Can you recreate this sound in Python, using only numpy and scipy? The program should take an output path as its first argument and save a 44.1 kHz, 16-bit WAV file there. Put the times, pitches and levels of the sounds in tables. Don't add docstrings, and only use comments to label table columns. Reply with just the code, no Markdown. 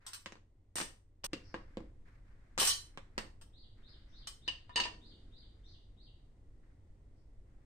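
import sys
import numpy as np
from scipy import signal
from scipy.fft import rfft, irfft, next_fast_len
from scipy.io import wavfile

SR = 44100
rng = np.random.default_rng(int(sys.argv[2]) if len(sys.argv) > 2 else 0)


def to_wav(s):
    ch = np.atleast_2d(s).T
    pcm = np.round(np.clip(ch, -1, 1) * 32767)
    wavfile.write(sys.argv[1], SR, pcm.astype(np.int16))


N = 337365

# (time [s], thud [dB], contact hardness as a cutoff [Hz], crack [dB])
SHELL_BLOWS = [(0.2601, -32, 1800, -28), (0.757, -37, 2990, -29), (1.2418, -34.5, 3040, -24.5),
               (1.333, -23, 755, -23), (1.5428, -21.5, 1940, -38), (1.7712, -22, 510, -36),
               (1.8046, -33, 514, -52), (2.5782, -38, 1200, -18.5), (2.5874, -26.5, 400, -30.5),
               (2.616, -25.5, 1635, -19), (2.6290, -25.5, 2000, -17.5), (2.9746, -31.5, 1190, -32),
               (3.1796, -23.5, 2790, -19.5), (4.478, -37, 1098, -42)]
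# (time [s], thud [dB], contact hardness [Hz], crack [dB], first gap [s],
# each gap over the last [ratio], step per bounce [dB])
FRUIT_BOUNCES = [(0.3223, -39, 1500, -38.5, 0.033, 0.48, -8), (0.7842, -31.5, 1600, -25, .0178, 0.66, 1.5),
                 (4.758, -37, 500, -35.5, .024, .8, 0.5)]
# (frequency [Hz], level [dB], t60 [s])
SHELL_MODES = [(228, -12, 0.044), (344, -5.5, 0.032), (525, -3, .03), (730, -5.5, 0.0098), (1074, 6, .008),
               (1600, -2, 0.016)]
# (frequency [Hz], level [dB])
CRACK_COLOUR = [(100, -12), (400, 0.5), (9000, -0.5), (10800, -16), (16000, -10)]
# (time [s], level [dB], chatter length [s], strongest frequency [Hz], spread [octaves], clack [dB])
PLATE_RATTLES = [(0.259, -56, 0.0024, 1300, 1.4, -7), (0.766, -43.5, 0.073, 1990, 0.62, 6),
                 (1.237, -50, 0.048, 1604, 1.5, -13), (1.331, -54, 0.0053, 2670, 0.076, -5),
                 (1.542, -51, 0.0011, 1400, 0.76, 3), (2.601, -36, 0.087, 2360, 0.69, 5),
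                 (3.18, -44.5, .0015, 2160, 1.03, -1.5), (4.478, -41, 0.0032, 2970, 0.88, -4.5),
                 (4.485, -38.5, .0012, 2930, 0.094, -10), (4.694, -56, 0.009, 1300, 0.37, -6),
                 (4.759, -32.5, 0.016, 3800, 1.3, -7), (4.774, -35.5, 0.024, 1213, 1.2, -10),
                 (4.8003, -34.5, 0.0051, 3100, 1.15, -3.5), (4.8367, -41, 0.0067, 3000, 0.54, -4.5),
                 (4.854, -43.5, 0.01, 1100, 1.15, -2.5)]
# (time [s], level [dB], chatter length [s], strongest frequency [Hz], spread [octaves], clack [dB])
SPOON_RATTLES = [(0.065, -48.5, 0.026, 6400, 1.14, 17), (0.133, -47, .022, 7500, 1.44, 5.5),
                 (0.756, -40.5, 0.045, 8860, 0.48, 8), (0.773, -41, 0.069, 7000, .6, 8),
                 (1.244, -41, 0.042, 9280, 0.82, 16), (2.584, -37, 0.033, 6000, 1.8, 8.5),
                 (2.5983, -27.5, 0.058, 7500, 1.22, -3.5), (2.651, -35.5, .02, 8400, 0.87, 4.5),
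                 (2.673, -28, 0.033, 7000, .8, -0.5), (2.700, -33, 0.0219, 4057, 0.51, -5),
                 (3.182, -56.5, .004, 8430, 0.61, 52), (3.413, -62, 0.018, 5170, 2.4, 7.5),
                 (4.272, -46, .014, 4804, 1.05, -0.5)]
# (frequency [Hz], level [dB], t60 when loose [s])
PLATE_MODES = [(355, -7, .3), (971, 0, .28), (1034, -7, .2), (1160, -12, .25), (1797, -4, .3),
               (1840, -5, .26), (2503, -13, .16), (2755, -1, .26), (2895, -4, .18), (2945, -1, .2),
               (2990, -7, .22), (3715, -11, .2), (3886, -9, .2), (4330, -9, .2), (4499, 0, .3),
               (4710, -10, .24), (4889, -7, .24), (4942, -6, .22), (6364, -10, .2), (8150, -8, .17),
               (8470, -8, .17)]
# (frequency [Hz], level [dB], t60 when loose [s])
SPOON_MODES = [(1151, 1, .26), (1833, -4, .2), (3040, 2, .17), (3190, -6, .2), (4063, -1, .28),
               (4447, -7, .25), (4825, -8, .22), (5247, -8, .24), (5303, -4, .24), (5430, -6, .2),
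               (5985, -2, .11), (6655, -9, .24), (6711, -9, .24), (7570, -4, .15), (8303, -3, .22),
               (8400, -4, .22), (8686, -4, .22), (9260, -7, .22), (9390, -5, .18), (10060, -9, .16),
               (12614, -10, .2), (13230, -14, .18), (15200, -11, .15)]
# (frequency [Hz], level [dB])
PLATE_CLACK_COLOUR = [(100, -7), (300, 7.5), (600, 3.5), (1000, 3.5), (1400, -5), (2300, -3.5),
                      (3000, -3.5), (4600, -2), (5600, -6.5), (8400, -12), (9600, -21.5), (11000, -50),
                      (16000, -47.5)]
# (frequency [Hz], level [dB])
SPOON_CLACK_COLOUR = [(100, -8.5), (400, -4), (1000, 11), (2300, -1.5), (3000, 2), (5500, 1), (7100, -7),
                      (8500, 6.5), (9800, -11.5), (10800, -22), (12500, -7), (16000, -11.5)]
# (frequency [Hz], level [dB])
GRIND_COLOUR = [(60, -0.5), (300, 3), (600, -13.5), (1500, -27.5), (9000, -31.5), (11000, -50),
                (16000, -51)]
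# (time [s], length [s], level [dB])
HAND_STROKES = [(0, 0.15, -68.5), (1.3, 0.55, -74), (2.046, 0.081, -70), (2.246, 1, -77.5),
                (3.749, .55, -76), (4.397, 1.33, -83.5), (6.608, 0.09, -81.5), (7.451, 0.21, -86.5)]
# (frequency [Hz], level [dB])
SKIN_COLOUR = [(100, -29), (500, -7), (900, -4), (1600, 1.5), (2100, 0), (2900, -14), (5000, -18.5),
               (16000, -39)]
# (time [s], level [dB], frequency [Hz])
FAR_RASPS = [(1.391, -69.5, 5110), (4.05, -78.5, 5450), (5.609, -79, 5600), (7.1, -91, 5020)]
# (frequency [Hz], t60 [s])
ROOM_DECAY = [(100, .4), (400, 0.38), (1000, 0.3), (3000, 0.29), (8000, 0.29), (16000, 0.27)]
# (frequency [Hz], level [dB])
AIR_COLOUR = [(20, 0), (48, -1.5), (75, -11), (105, -9), (165, -23), (290, -23.5), (500, -31), (1650, -48),
              (1950, -42.5), (2350, -50.5), (6000, -56.5), (9000, -54.5), (11000, -76), (16000, -71.5)]
# (frequency [Hz], correlation [ratio])
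STEREO_LIKENESS = [(30, 0.99), (150, .96), (300, 0.96), (700, 0.16), (2000, 0.057), (16000, 0.033)]

CRACK_HZ, CRACK_REF_DB, CRACK_DB_PER_OCTAVE = 4183, -28.5, 45
FREE_CHATTER_S, GRIP_POWER = .085, 0.39
RING_STOP_S = 1.267
SONG_S, CHIRP_PERIOD_S, QUICKEST_S, SLOWING_PER_S = 3.52, .293, 4.11, .018
CHIRP_GAIN_DB, LOUDEST_S, FADE_DB_PER_S2 = -63, 4.53, 2.2
CHIRP_S, FLICK_S, ARCH_AT_S, ARCH_S, DROP_AT_S, DROP_S = 0.14, .007, .07, .024, .116, .022
FLICK_HZ, HELD_HZ, TOP_HZ, DROP_HZ = 1995, 3800, 4865, 2600


def knock(thud_db, contact_hz, crack_db, crack_s=0.00028, crumble_db=-18, crumble_s=0.0054):
    t = clock(.1)
    late = np.maximum(t - .0003, 0)
    swing = sum(amp(db - 60 * late / t60) * np.sin(2 * np.pi * hz * late) for hz, db, t60 in SHELL_MODES)
    bass_cut = signal.butter(2, 150, "high", fs=SR, output="sos")
    thud = lowpass(signal.sosfilt(bass_cut, swing), contact_hz)
    snap = np.exp(-t / crack_s) + amp(crumble_db) * np.exp(-t / crumble_s)
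    crack_hz = CRACK_HZ * 2 ** ((crack_db - CRACK_REF_DB) / CRACK_DB_PER_OCTAVE)
    crack = lowpass(noise(len(t), CRACK_COLOUR) * snap, crack_hz)
    return 3 * (amp(thud_db) * unit(thud) + amp(crack_db) * unit(crack))


def shell_contacts(bounces=3):
    yield from SHELL_BLOWS
    for s, thud_db, contact_hz, crack_db, gap, shrink, step_db in FRUIT_BOUNCES:
        for k in range(bounces):
            yield s, thud_db + k * step_db, contact_hz, crack_db + k * step_db
            s += gap * shrink ** k


def chatter(modes, colour, jolt, clack_s, first_force, bounces_per_s, top_hz):
    db, length, centre_hz, spread, clack_db = jolt
    ring_share = min((length / FREE_CHATTER_S) ** GRIP_POWER, 1)
    t = clock(.5)
    chance, size = rng.random((2, len(t)))
    settling = np.exp(-np.minimum(t / length, 10) ** 4)
    force = (chance < bounces_per_s / SR) * (2 * size - 1) * settling
    force[0] = first_force

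    def drive(hz):
        return 1 / (1 + .5 * (np.log2((hz + 1) / centre_hz) / spread) ** 2)

    ring = np.zeros((2, len(t)))
    for (hz, mode_db, t60), phase in zip(modes, rng.random((len(modes), 2, 1))):
        pole = np.exp((2j * np.pi * hz - np.log(1000) / (t60 * ring_share)) / SR)
        swing = signal.lfilter([1], [1, -pole], force) * np.exp(2j * np.pi * phase)
        ring += amp(mode_db) * drive(hz) * unit(swing.real)
    clack = signal.fftconvolve(force[None], noise(len(t), colour) * np.exp(-t / clack_s), axes=1)
    padded = 2 * len(t)
    clack = irfft(rfft(clack, padded) * drive(np.fft.rfftfreq(padded, 1 / SR)))[:, :len(t)]
    treble_cut = signal.butter(8, top_hz, fs=SR, output="sos")
    return 40 * amp(db) * unit(signal.sosfilt(treble_cut, unit(ring) + amp(clack_db) * unit(clack)))


def table_top(start, end):
    shell, dishes = np.zeros((2, 2, N))
    for s, thud_db, contact_hz, crack_db in shell_contacts():
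        if start <= s < end:
            blow = np.pad(knock(thud_db, contact_hz, crack_db), ((0, 0), (0, SR // 2)))
            add(shell, s, room(blow, near_db=-4.5, walls_db=-8.0))
    for s, *jolt in PLATE_RATTLES:
        if start <= s < end:
            add(dishes, s, chatter(PLATE_MODES, PLATE_CLACK_COLOUR, jolt,
                                   clack_s=0.015, first_force=2.5, bounces_per_s=600, top_hz=8620))
    for s, *jolt in SPOON_RATTLES:
        if start <= s < end:
            add(dishes, s, chatter(SPOON_MODES, SPOON_CLACK_COLOUR, jolt,
                                   clack_s=.009, first_force=2.3, bounces_per_s=1100, top_hz=14900))
    return shell + room(dishes, near_db=-12.5, walls_db=-6.5)


def roll(start_s=4.78, db=-59):
    level = amp(db) * envelope(start_s, length=0, attack_s=.03, release_s=0.43)
    return level * noise(next_fast_len(N, real=True), GRIND_COLOUR)[:, :N]


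def hands(grain_db=2.5, grains_per_s=70):
    t = np.arange(N) / SR
    slips = np.interp(t * grains_per_s, np.arange(2000), rng.standard_normal(2000))
    strokes = sum(amp(db) * envelope(s, length, attack_s=0.034, release_s=.07)
                  for s, length, db in HAND_STROKES)
    return strokes * amp(grain_db * slips) * noise(next_fast_len(N, real=True), SKIN_COLOUR)[:, :N]


def table_shake(gain_db=23, decay_s=0.17):
    energy = np.zeros(N)
    for s, thud_db, *_ in shell_contacts():
        energy[round(s * SR)] += amp(gain_db + thud_db) ** 2
    return np.sqrt(signal.lfilter([1], [1, -np.exp(-2 / (decay_s * SR))], energy))


def room(x, near_db, walls_db, near_s=0.0087):
    t = clock(1)
    near = unit(noise(SR) * (t > .003) * np.exp(-t / near_s))
    walls = unit(echo_tail(ROOM_DECAY) * np.clip(t / 0.007 - .5, 0, 1))
    response = amp(near_db) * near + amp(walls_db) * walls
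    return x + signal.fftconvolve(x, response, axes=1)[:, :x.shape[1]]


def echo_tail(t60s):
    hz, t, bands = signal.stft(noise(SR), SR, nperseg=256)
    decay = amp(-60 * t / curve_at(t60s, hz)[:, None])
    return signal.istft(bands * decay, SR, nperseg=256)[1][:, :SR]


def chirp(waver=.022, rise_s=.02, fade_s=.035, pace_spread=.04, top_db=-3):
    t = clock(CHIRP_S) * (1 + pace_spread * rng.standard_normal())
    flick = np.exp(-t / FLICK_S)
    arch = np.exp(-((t - ARCH_AT_S) / ARCH_S) ** 2)
    drop = (1 + np.tanh((t - DROP_AT_S) / DROP_S)) / 2
    hz = HELD_HZ + (FLICK_HZ - HELD_HZ) * flick + (TOP_HZ - HELD_HZ) * arch + (DROP_HZ - HELD_HZ) * drop
    wobble = np.interp(t, np.linspace(0, CHIRP_S, 40), rng.standard_normal(40))
    level = np.clip(np.minimum(t / rise_s, (t[-1] - t) / fade_s), 0, 1) * amp(top_db * arch)
    return level * np.sin(2 * np.pi * np.cumsum(hz * (1 + waver * wobble)) / SR)


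def birds(direct_db=-10, rasp_s=0.15, rasp_width_hz=750, chirps=9):
    s, song = SONG_S, np.zeros((2, N))
    for _ in range(chirps):
        add(song, s, amp(CHIRP_GAIN_DB - FADE_DB_PER_S2 * (s - LOUDEST_S) ** 2) * chirp())
        s += CHIRP_PERIOD_S + SLOWING_PER_S * (s - QUICKEST_S) ** 2
    t = clock(rasp_s)
    for s, db, hz in FAR_RASPS:
        flutter = lowpass(lowpass(rng.standard_normal(len(t)), rasp_width_hz), rasp_width_hz)
        add(song, s, amp(db) * flutter / flutter.std() * np.hanning(len(t)) * np.sin(2 * np.pi * hz * t))
    yard = unit(echo_tail([(2000, 0.53), (5000, 0.53)]))
    return amp(direct_db) * song + 1.89 * signal.fftconvolve(song, yard, axes=1)[:, :N]


def room_tone(air_gain_db=-55, split_hz=140, rumble_db=-1.5, hum_hz=92.9, hum_db=-70.5):
    t = np.arange(N) / SR
    early = t < RING_STOP_S
    size = next_fast_len(N, real=True)
    air = amp(air_gain_db) * noise(size, AIR_COLOUR)
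    bass = irfft(rfft(air) / (1 + (np.fft.rfftfreq(size, 1 / SR) / split_hz) ** 4), size)
    rumble = bass[:, :N] * np.hypot(amp(rumble_db - 9.5 * early), table_shake())
    hiss = (air - bass)[:, :N] * amp(-6.5 * early)
    hum = np.sqrt(2) * amp(hum_db) * np.sin(2 * np.pi * hum_hz * t)
    return rumble + hiss + hum


def noise(size, colour=None):
    hz = np.fft.rfftfreq(size, 1 / SR)
    a, b = rfft(rng.standard_normal((2, size)))
    likeness = np.clip(curve_at(STEREO_LIKENESS, hz), -1, 1)
    mid, side = a * np.sqrt(1 + likeness), b * np.sqrt(1 - likeness)
    gain = 1 if colour is None else amp(curve_at(colour, hz))
    return unit(irfft(np.array([mid + side, mid - side]) * gain, size)) * np.sqrt(size)


def envelope(s, length, attack_s, release_s):
    t = np.arange(N) / SR - s
    return np.clip(t / attack_s, 0, 1) * np.exp(-np.maximum(t - length, 0) / release_s)


def lowpass(x, hz):
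    return signal.sosfilt(signal.butter(2, min(hz, SR / 2 - 1), fs=SR, output="sos"), x)


def amp(db):
    return 10 ** (np.asarray(db) / 20)


def unit(x):
    return x / np.sqrt(np.mean(np.sum(abs(x) ** 2, -1)) + 1e-20)


def curve_at(points, hz):
    f, value = np.transpose(points)
    return np.interp(np.log(hz + 1), np.log(f + 1), value)


def add(mix, s, sound):
    part = mix[:, round(s * SR):][:, :sound.shape[-1]]
    part += sound[..., :part.shape[1]]


def clock(seconds):
    return np.arange(int(seconds * SR)) / SR


def scene():
    ring_gate = np.clip((RING_STOP_S - np.arange(N) / SR) / 0.0011, 0, 1)
    struck = table_top(0, RING_STOP_S) * ring_gate + table_top(RING_STOP_S, N / SR)
    return struck + hands() + roll() + birds() + room_tone()


def record(dry, ceiling=0.15, edge_hz=15900):
    rounded = ceiling * np.tanh(dry / ceiling)
    band_limit = signal.firwin(511, edge_hz, window=("kaiser", 9), fs=SR)
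    return signal.oaconvolve(rounded, band_limit[None], "same")


dry = scene()
out = record(dry)
to_wav(out)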